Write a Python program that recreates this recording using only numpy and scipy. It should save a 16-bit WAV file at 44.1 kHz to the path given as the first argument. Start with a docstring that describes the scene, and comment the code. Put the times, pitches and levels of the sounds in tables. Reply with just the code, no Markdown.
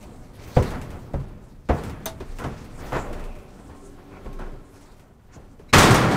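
"""Cattle walk into a steel stock trailer, heard from inside it.
First hooves thud and slide on the gritty floor, and the chassis shudders under the shifting weight.
About two seconds in, a loose fitting clinks. More steps follow; hides rub the walls and a cow sniffs.
Near the end a hinge squeaks, then the steel gate slams and rattles in its latch,
jolting the fitting again and leaving the walls ringing."""
import sys
import numpy as np
from scipy import signal
from scipy.io import wavfile

SR = 44100
rng = np.random.default_rng(int(sys.argv[2]) if len(sys.argv) > 2 else 0)


def dump_mix(stems):
    """Bounce the given channels to the path in sys.argv[1] as a 16-bit WAV at rate SR."""
    frames = np.atleast_2d(stems).T  # one column per channel
    limited = np.clip(frames, -1, 1)  # hard clip at full scale
    pcm = np.round(limited * 32767).astype(np.int16)
    wavfile.write(sys.argv[1], SR, pcm)


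N = 271656
TIME = np.arange(N) / SR
AGE = TIME[:SR]   # the second after a blow
# Noise is shaped in 22 bands, from low to high. A "tone" table says how loud each band is.
EDGES = np.geomspace(18, 17000, 23)
CENTRES = np.sqrt(EDGES[1:] * EDGES[:-1])
BANK = [signal.butter(2, edge, "band", fs=SR, output="sos") for edge in zip(EDGES, EDGES[1:])]


# each step: (time [s], level [dB], rise [s], boom [dB], treble tilt [dB/octave], knock [Hz], knock [dB])
STEPS = [(0.564, -16, 0.0059, 2, -0.5, 502.4, 3.5), (1.135, -32, 0.00493, 12.5, 0, 553, 5.5),
         (1.200, -54, 0.0043, 15, 6, 319, -8), (1.688, -14, 0.0087, -5.5, -2, 718, -5),
         (2.202, -35.5, 0.0053, -1.5, 3.5, 387, 0), (2.438, -25, .005, 0, 1.5, 479, -6.5),
         (2.921, -31, 0.00606, -9.5, 1, 822, 0), (3.089, -40.5, 0.0026, -6, -12, 582, 6),
         (3.127, -41.5, 0.0048, -14, 6.5, 444, -5), (4.246, -39.5, 0.016, 4.5, 1, 380, -16),
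         (4.391, -43, 0.0024, -8, 4, 1020, 2), (4.52, -49.5, 0.015, 5, -5, 390, -2),
         (5.357, -42, 0.00386, 3, -6, 405, -1), (5.593, -50, 0.0033, 4, 3, 413, 8.5)]
# tone of the thud: (pitch [Hz], level [dB])
THUD_TONE = [(20, -11), (38, -9), (70, 0), (140, -3), (230, -4), (330, -5.5), (520, -2), (950, -6),
             (1900, -13.5), (3800, -25), (8000, -33), (15000, -48)]
# how long the thud and the trailer's steel shell take to fade by 60 dB: (pitch [Hz], fade [s])
THUD_FADE = [(50, 0.22), (250, 0.24), (600, 0.14), (2000, 0.11), (12000, 0.084)]
SHELL_FADE = [(50, 1.1), (150, 1.71), (600, 0.51), (2500, 1.6), (12000, 0.42)]
# notes of the floor plate under a hoof: (pitch [times the knock pitch], level [dB], fade [s])
KNOCK_NOTES = [(1, 2, 0.094), (.76, -9.5, 0.26), (1.38, -7, 0.0877)]
# notes of the bending floor, and of the wall and roof panels: (pitch [Hz], level [dB], fade [s])
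FLOOR_NOTES = [(73, -6, .2), (137.2, -3, 0.19)]
PANEL_NOTES = [(89, -19, .5), (120.7, -1, 4.7), (147.8, -2.5, 0.76), (156.9, -1.5, 2.1), (198, -2.5, 2.4),
               (265, -5.5, 0.82), (323, -0.5, 2), (438, -6.5, 3), (598, -11, 1), (684, -21, 2),
               (763, -4.5, 2.5), (901, -8.5, 2.2), (1063, -11, 1.7), (1131, -3.5, 1), (1210, -10, 1.32),
               (1257, 1.5, 0.53), (1330, -22, 2.5), (1394, -4, 1.4), (1488, -6, 0.98), (1830, -10, 0.41),
               (1904, -11, 0.58), (2014, -5, 0.55), (2035, -6, 0.64)]

def hooves(boom_hz=220, tilt_hz=700, shell_db=-16.5, panel_db=-32.5, toe_db=-13, thud_db=-3.5):
    """The toe touches, the weight lands with a hollow knock and thud, then the steel shell rings on."""
    out = np.zeros(N)
    lows = 1 / (1 + (CENTRES / boom_hz) ** 2)
    octaves_up = np.maximum(np.log2(CENTRES / tilt_hz), 0)
    for s, db, rise, boom_db, tilt, knock_hz, knock_db in STEPS:
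        tone = per_band(THUD_TONE) + tilt * octaves_up
        boom = boom_db * lows
        toe = noisy_ring(tone + boom + toe_db - 12 * lows + 1.6 * octaves_up, fade=0.05, rise=0.0011)
        thud = noisy_ring(tone + boom + thud_db, per_band(THUD_FADE), rise)
        shell = noisy_ring(tone + 0.8 * boom + shell_db, per_band(SHELL_FADE), rise=0.02)
        knock = from_db(knock_db) * ring_notes(np.array(KNOCK_NOTES) * [knock_hz, 1, 1], vary_db=1.5)
        panels = from_db(panel_db) * ring_notes(PANEL_NOTES, vary_db=2.5)
        floor = from_db(boom_db) * ring_notes(FLOOR_NOTES, vary_db=1)
        add(out, s, from_db(db) * (toe + thud + shell))
        add(out, s + rise, from_db(db) * (knock + floor + panels))
    return out


# the gate strikes and rattles: (time [s], level [dB], rise [s], latch snap [dB])
GATE_HITS = [(5.727, -27, 0.0032, -68), (5.732, -20, 0.00392, -31), (5.780, -24.5, 0.0046, -23.5),
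             (5.826, -34, 0.0039, -29.5), (5.905, -37, 0.00376, -33), (5.942, -34.5, 0.0051, -33),
             (6.019, -54, .004, -48), (6.10, -36, .015, -51)]
# tones of the clang, the latch's snap and the hardest hit's crack: (pitch [Hz], level [dB])
CLANG_TONE = [(35, -18), (70, -8.5), (130, -1.5), (200, -1.5), (300, -2.5), (550, -2.5), (800, -2.5),
              (1200, 1.5), (2000, -0.5), (3500, -2.5), (7500, -7.5), (10000, -15), (15000, -17)]
SNAP_TONE = [(1500, -6.5), (4000, -2), (7500, 3.5), (10000, -8.5), (13000, 0), (16000, -19)]
STRIKE_TONE = [(500, -20), (1150, 7.5), (1700, 3.5), (2600, -0.5), (5000, -1.5), (7500, -5), (10000, -22)]
# how long the clang lasts: (pitch [Hz], fade [s])
CLANG_FADE = [(60, 2.5), (200, 2.25), (1000, 1.83), (2500, 0.96), (6000, 0.798), (13000, 0.86)]
# notes of the latch bar: (pitch [Hz], level [dB], fade [s])
LATCH_NOTES = [(2456, -6, .4), (2670, -10, .25), (3940, -6, .3), (5470, -5.5, 1.2)]

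def gate(clang_db=-1.5, panel_db=-20, latch_db=-9, strike_db=-21):
    """Each hit clangs and strikes the latch bar; the hardest also cracks and sets the panels ringing."""
    out = np.zeros(N)
    for s, db, rise, snap_db in GATE_HITS:
        add(out, s, from_db(db + clang_db) * noisy_ring(per_band(CLANG_TONE), per_band(CLANG_FADE), rise))
        add(out, s, from_db(snap_db) * noisy_ring(per_band(SNAP_TONE), fade=0.2, rise=rise))
        add(out, s + rise, from_db(snap_db + latch_db) * ring_notes(LATCH_NOTES, vary_db=1))
    s, _, rise, _ = max(GATE_HITS, key=lambda hit: hit[1])
    add(out, s, from_db(strike_db) * noisy_ring(per_band(STRIKE_TONE), fade=0.1, rise=rise))
    add(out, s + rise, from_db(panel_db) * ring_notes(PANEL_NOTES, vary_db=0.5))
    return out


# the gate heaves against its frame: (middle [s], half length [s], level [dB], pitch [Hz])
GATE_HEAVES = [(5.775, 0.028, -14, 92.9), (5.92, 0.02, -11, 116)]

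def gate_boom():
    """The heavy gate gives a short, deep boom as it presses on its frame."""
    return sum(from_db(db) * swell(s, half) * np.sin(2 * np.pi * (hz * TIME + rng.random()))
               for s, half, db, hz in GATE_HEAVES)


# hooves and flanks slide on the steel: (start [s], length before the tail [s], level [dB])
SKIDS = [(0.363, 0.26, -45), (0.62, 0.09, -39), (0.707, 0.088, -33), (0.905, .07, -41), (1.832, 0.12, -40),
         (2.386, 0.058, -33.5), (2.775, 0.33, -36.5), (2.918, 0.07, -23.5), (3.177, 0.092, -42.5),
         (3.57, .05, -49.5), (3.69, 0.064, -47.5), (3.976, 0.047, -46), (4.107, 0.11, -44),
         (4.385, 0.088, -36.5), (4.712, 0.3, -56.5)]
# tone of the scrape: (pitch [Hz], level [dB])
SCRAPE_TONE = [(100, -2), (300, 4), (600, 5.5), (1200, 5.5), (2000, -1.5), (3500, -15.5), (7500, -21),
               (10000, -47), (15000, -61)]

def slides():
    """Hoof and hide judder over the steel in many tiny slips."""
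    return slide_pressure() * tiny_slips(per_s=900, vary_db=4.5, tone=SCRAPE_TONE, fade=0.21)


def slide_pressure():
    """Each slide catches quickly, holds and eases off."""
    stages = np.array([0, 0.08, 0.55, 1, 1.5])
    pressure = [0.00081, 0.59, 0.75, 0.32, 0.0033]
    return sum(from_db(db) * np.interp(TIME, s + length * stages, pressure) for s, length, db in SKIDS)


# the trailer's frame shakes: (middle [s], half length [s], level [dB])
FRAME_SHAKES = [(0.705, 0.12, -31.5), (1.248, 0.084, -37.5), (2.32, 0.084, -28), (3.21, 0.21, -31),
                (4.42, 0.16, -29.5), (5.86, 0.096, -39)]

def chassis(shudder_hz=26.8, waver=0.051):
    """The frame flexes under the shifting weight, sounding its lowest note with a slight wobble."""
    hz = shudder_hz * (1 + waver * drift(36))
    return swells(FRAME_SHAKES) * np.sin(2 * np.pi * np.cumsum(hz) / SR)


# larger crumbs crack as the weight rolls on: (time [s], level [dB])
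CRUMBS = [(0.0273, -38), (0.6248, -22.5), (0.7056, -26), (0.8149, -28), (0.904, -32), (1.8364, -27),
          (1.8968, -30), (2.386, -25.5), (2.6444, -36), (3.1285, -35), (3.196, -35), (3.24, -33.5),
          (3.3524, -38.5), (3.3872, -41), (4.33, -37), (4.811, -41), (4.996, -41.5)]
# tone of one crack: (pitch [Hz], level [dB])
CRACK_TONE = [(900, -33), (2000, -2), (3800, -10), (7500, -7.5), (14000, -12.5)]

def grit(snap_db=-13, scatter_db=-20):
    """A dry crumb snaps and scatters under every step, and now and then between steps."""
    out = np.zeros(N)
    under_hooves = [(s, -24.5 + 0.43 * db) for s, db, *_ in STEPS]   # heavier steps crack louder
    for s, db in under_hooves + CRUMBS:
        add(out, s, from_db(db + snap_db) * noisy_ring(per_band(CRACK_TONE), fade=0.02, rise=0.00035))
        add(out, s, from_db(db + scatter_db) * noisy_ring(per_band(CRACK_TONE), fade=0.16, rise=0.0061))
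    return out


# the loose fitting clinks, and again when the gate jolts it: (time [s], level [dB])
FITTING_TAPS = [(2.0571, -31.5), (2.0615, -38), (5.782, -34), (5.943, -35)]
# its notes: (pitch [Hz], level [dB], fade [s])
FITTING_NOTES = [(650, -0.5, 0.33), (872, -9, 0.42), (1452, -13, 0.35), (2080, -14, 0.16), (3550, -5, 0.13),
                 (3790, -5, 0.14), (4100, -8, .12), (6248, 5, 0.049), (7030, -2, 0.084), (8550, 0, 0.082),
                 (9400, -4.5, 0.1)]
# tone of its spray of echoes: (pitch [Hz], level [dB])
SPRAY_TONE = [(400, -7.5), (800, 1.5), (2000, -8.5), (4000, -4), (7000, -7), (10000, -6.5), (15000, -19)]

def fitting(tick_hz=(13200, 15000), tick_s=0.001, tick_db=9, spray_db=-4, ring_db=-3):
    """Steel taps steel: a very bright tick, a spray of close echoes and a few clear notes."""
    out = np.zeros(N)
    tick = band_noise(band_filter(tick_hz), SR) * np.exp(-(AGE / tick_s - 1) ** 2)
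    tick *= np.sqrt(tick_s * SR / np.sum(tick ** 2))
    for s, db in FITTING_TAPS:
        spray = noisy_ring(per_band(SPRAY_TONE) + spray_db, fade=0.16, rise=0.0028)
        ring = from_db(ring_db) * ring_notes(FITTING_NOTES, vary_db=1.5)
        add(out, s, from_db(db) * (from_db(tick_db) * tick + spray + ring))
    return out


# how restless the animals are: (time [s], level [dB])
RESTLESSNESS = [(0.0, -37.5), (0.36, -42), (0.76, -35), (1.69, -46.5), (1.87, -39), (2.29, -41),
                (3.07, -37), (3.43, -41.5), (4.49, -46), (5.13, -49.5), (5.68, -45.5)]
# a hoof presses into the bedding: (middle [s], half length [s], level [dB])
BEDDING_PRESSES = [(0.02, 0.03, -47.5), (0.45, 0.15, -51.5), (0.64, 0.12, -45), (1.82, 0.11, -48.5),
                   (2.43, 0.17, -53.5), (2.88, 0.14, -46), (4.28, 0.047, -63), (4.83, 0.17, -57)]
# tones of the rumbling floor, the rubbing hides and the bedding: (pitch [Hz], level [dB])
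RUMBLE_TONE = [(22, 3), (45, -2.5), (80, 2.5), (160, -3), (240, -1), (400, -17.5), (900, -26)]
RUB_TONE = [(140, -37), (260, 0.5), (380, 1.5), (600, -0.5), (1100, -6), (2000, -13.5), (3300, -24),
            (6000, -51), (12000, -39)]
BEDDING_TONE = [(1200, -5), (3000, -2), (5000, -1), (8000, -1.5), (10500, -6.5), (15000, -7)]

def shuffling(rumble_db=-2, rub_db=-54, rustle_db=-21, slide_floor_db=-7.5, slide_wall_db=-5):
    """Shifting weight rumbles and hides rub the walls, more so after a slide; bedding crunches."""
    restless_db = np.interp(TIME, *np.transpose(RESTLESSNESS))
    rubbing = from_db(rub_db + 1.34 * (restless_db - restless_db.mean()))
    shaken = ring_out(slide_pressure(), fade=1.25)
    # hypot adds the power of two levels
    rumble = np.hypot(from_db(rumble_db + restless_db), from_db(slide_floor_db) * shaken)
    rumble *= friction(RUMBLE_TONE, flutter_db=1.5)
    rub = np.hypot(rubbing, from_db(slide_wall_db) * shaken)
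    rub *= tiny_slips(per_s=1600, vary_db=4, tone=RUB_TONE, fade=0.22)
    bedding = np.hypot(from_db(rustle_db + restless_db), swells(BEDDING_PRESSES)) * crunch()
    return rumble + rub + bedding


def crunch(per_s=200, vary_db=1.5, crumb_s=0.014):
    """Crumbs of bedding break at random, each a short puff of noise."""
    breaks = uneven_sizes(vary_db) * (rng.random(N) < per_s / SR)
    power = signal.lfilter([1], [1, -np.exp(-1 / (crumb_s * SR))], breaks ** 2 + 1e-18)
    return level_one(np.sqrt(power) * friction(BEDDING_TONE, flutter_db=3.5))


# a flank leans on the side wall: (middle [s], half length [s], level [dB])
WALL_LEANS = [(3.06, .17, -50), (4.05, 0.67, -47.5), (4.43, 0.19, -53), (5.42, 0.093, -51)]
# notes of that wall: (pitch [Hz], width [Hz], level [dB])
WALL_NOTES = [(189, 9.2, 3), (286.4, 8.2, 6.5), (357.3, 8.6, 4.5), (394.6, 6.5, 7.5), (533, 21, -5.5),
              (738, 17, -4.5), (1065, 12, -5), (1324, 7, -6)]

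def wall_drone(flutter_db=2):
    """Rubbing keeps the wall panel humming at its own notes."""
    noise = rng.standard_normal(N)
    drone = sum(from_db(db + flutter_db * drift(10)) * resonance(noise, hz, width)
                for hz, width, db in WALL_NOTES)
    return swells(WALL_LEANS) * level_one(drone)


# the squeak just before the gate lands: (middle [s], half length [s], level [dB])
HINGE_SLIPS = [(5.7, 0.013, -54.5)]
# notes of the hinge: (pitch [Hz], width [Hz], level [dB])
HINGE_NOTES = [(2300, 350, -1), (3950, 130, -3), (5100, 300, -12), (6500, 300, -19)]

def hinge():
    """The dry hinge slips once and squeaks briefly."""
    noise = rng.standard_normal(N)
    squeak = sum(from_db(db) * level_one(resonance(noise, hz, width)) for hz, width, db in HINGE_NOTES)
    return swells(HINGE_SLIPS) * squeak


# sniffs and brushing hides: (middle [s], half length [s], level [dB], pitch [Hz], width [octaves])
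HISSES = [(0.076, 0.18, -67, 7800, 0.36), (2.61, 0.054, -59, 5150, .9), (2.985, 0.053, -50.5, 7100, 0.25),
          (3.307, 0.16, -59.5, 2490, 0.21), (3.64, 0.105, -66, 8150, 0.4), (3.86, 0.079, -61, 7540, 0.64),
          (4.15, 0.045, -57.5, 2350, 0.27), (4.775, 0.17, -70, 7740, 0.56), (5.327, 0.041, -59, 1380, 1.3),
          (5.348, 0.028, -61, 6230, 0.46)]

def sniffs_and_brushes(flutter_db=3.5):
    """Soft hisses, each around its own pitch: a cow sniffing close by, and hides brushing the walls."""
    out, noise = np.zeros(N), rng.standard_normal(N)
    for s, half, db, hz, octaves in HISSES:
        edges = np.minimum(hz * 2 ** (octaves * np.array([-0.5, 0.5])), 0.45 * SR)
        hiss = level_one(signal.sosfilt(band_filter(edges), noise))
        out += from_db(db) * swell(s, half) * hiss
    return out * from_db(flutter_db * drift(50))


# close echoes from wall, roof and floor: (delay [s], level [dB])
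ECHOES = [(.0019, -32), (.0047, -26.5), (.0083, -22.5), (0.0138, -26)]

def trailer(sound):
    """Sound bounces off bare steel on all sides and turns slightly hollow."""
    out = sound.copy()
    for delay, db in ECHOES:
        add(out, delay, from_db(db) * sound)
    return out / np.sqrt(1 + sum(from_db(db) ** 2 for _, db in ECHOES))


# a faint, scattered side signal, mostly in the treble: (pitch [Hz], level [dB])
SIDE_TONE = [(100, -84), (1000, -61), (2000, -62), (4000, -28.5), (8000, -25), (14000, -21)]

def stereo(sound):
    """A faint, smeared copy is added on the left and taken away on the right."""
    scatter = noisy_ring(per_band(SIDE_TONE) + 10 * np.log10(CENTRES), fade=0.18, rise=0)
    side_power = np.sum(from_db(per_band(SIDE_TONE)) ** 2 * CENTRES) / CENTRES.sum()
    side = signal.oaconvolve(sound, scatter * np.sqrt(side_power / np.sum(scatter ** 2)))[:N]
    return np.array([sound + side, sound - side])


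def noisy_ring(band_db, fade, rise):
    """Countless notes blur into noise: each band grows for `rise` s, then drops 60 dB in `fade` s."""
    fade = fade * np.ones(len(BANK))
    age = AGE[:int(SR * (fade.max() + rise))]
    attack = np.minimum(age / max(rise, 1 / SR), 1) ** 2
    out = np.zeros(SR)
    for band, db, band_fade in zip(BANK, band_db, fade):
        shape = attack * np.exp(-np.log(1000) * np.maximum(age - rise, 0) / band_fade)
        burst = level_one(band_noise(band, len(age)) * shape)
        out[:len(age)] += from_db(db) * np.sqrt(np.mean(shape ** 2)) * burst
    return out


def ring_notes(table, vary_db):
    """Struck steel rings in clear, fading notes; every blow mixes them a little differently."""
    hz, db, fade = np.transpose(table)[:, :, None]
    strength = from_db(db + vary_db * rng.standard_normal(hz.shape)) * rng.choice([-1, 1], hz.shape)
    notes = strength * np.exp(-np.log(1000) * AGE / fade) * np.sin(2 * np.pi * hz * AGE)
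    return notes.sum(axis=0) * np.minimum(10 * (1 - AGE), 1)   # end without a click


def tiny_slips(per_s, vary_db, tone, fade, spots=6):
    """Surfaces catch and slip at several spots, each spot with its own brief ring."""
    out = np.zeros(N)
    for _ in range(spots):
        sizes = uneven_sizes(vary_db) * rng.choice([-1, 1], N)
        clicks = sizes * (rng.random(N) < per_s / spots / SR)
        out += signal.oaconvolve(clicks, noisy_ring(per_band(tone), fade, rise=0))[:N]
    return level_one(out)


def friction(tone, flutter_db):
    """Unbroken rubbing noise whose bands flutter separately."""
    return level_one(sum(from_db(db + flutter_db * drift(25)) * level_one(band_noise(band, N))
                         for band, db in zip(BANK, per_band(tone))))


def ring_out(gain, fade):
    """The level of something that stores the energy fed to it and loses it slowly."""
    kept = from_db(-60 / (fade * SR)) ** 2
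    return np.sqrt(signal.lfilter([1 - kept], [1, -kept], gain ** 2 + 1e-18))


def resonance(noise, hz, width):
    """Pick one breathy note out of noise."""
    return signal.lfilter(*signal.iirpeak(hz, hz / width, fs=SR), noise)


def swell(s, half):
    """A smooth rise and fall around time `s`."""
    return np.exp(-np.minimum(((TIME - s) / half) ** 2, 50))


def swells(rows):
    """Several swells added up, each at its own level."""
    return sum(from_db(db) * swell(s, half) for s, half, db in rows)


def uneven_sizes(vary_db):
    """Random strengths: many small, a few large."""
    return from_db(vary_db * np.minimum(rng.exponential(1, N), 4))


def drift(per_s):
    """Glide to a new random value `per_s` times a second."""
    return np.interp(TIME * per_s, np.arange(2000), rng.standard_normal(2000))


def band_filter(edges):
    """A filter that lets through what lies between two pitches."""
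    return signal.butter(2, edges, "band", fs=SR, output="sos")


def band_noise(band, size):
    """One band of noise, already running when it starts."""
    return signal.sosfilt(band, rng.standard_normal(size + SR // 10))[-size:]


def per_band(table):
    """Read a (pitch [Hz], value) table at the centre of each band."""
    hz, value = np.transpose(table)
    return np.interp(np.log(CENTRES), np.log(hz), value)


def from_db(db):
    """Turn decibels into a multiplier."""
    return 10 ** (np.asarray(db) / 20)


def level_one(x):
    """Scale to an average (rms) level of 1."""
    return x / np.sqrt(np.mean(x ** 2) + 1e-20)


def add(out, s, sound):
    """Mix a sound in at time `s`."""
    start = max(int(s * SR), 0)
    out[start:start + len(sound)] += sound[:N - start]


def scene():
    """Everything is heard from the middle of the trailer."""
    cattle = hooves() + slides() + shuffling() + sniffs_and_brushes() + grit()
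    inside = trailer(cattle + fitting() + hinge() + gate())
    return stereo(inside + chassis() + wall_drone() + gate_boom())


def record(dry, hiss_db=-78, ceiling=1.2, cutoff_hz=15600):
    """Add faint microphone hiss, round off the peaks and cut the highest treble."""
    hiss = from_db(hiss_db) * rng.standard_normal(N)
    rounded = ceiling * np.tanh((dry + hiss) / ceiling)
    return signal.sosfilt(signal.ellip(12, 0.1, 80, cutoff_hz, fs=SR, output="sos"), rounded)


dry = scene()
out = record(dry)
dump_mix(out)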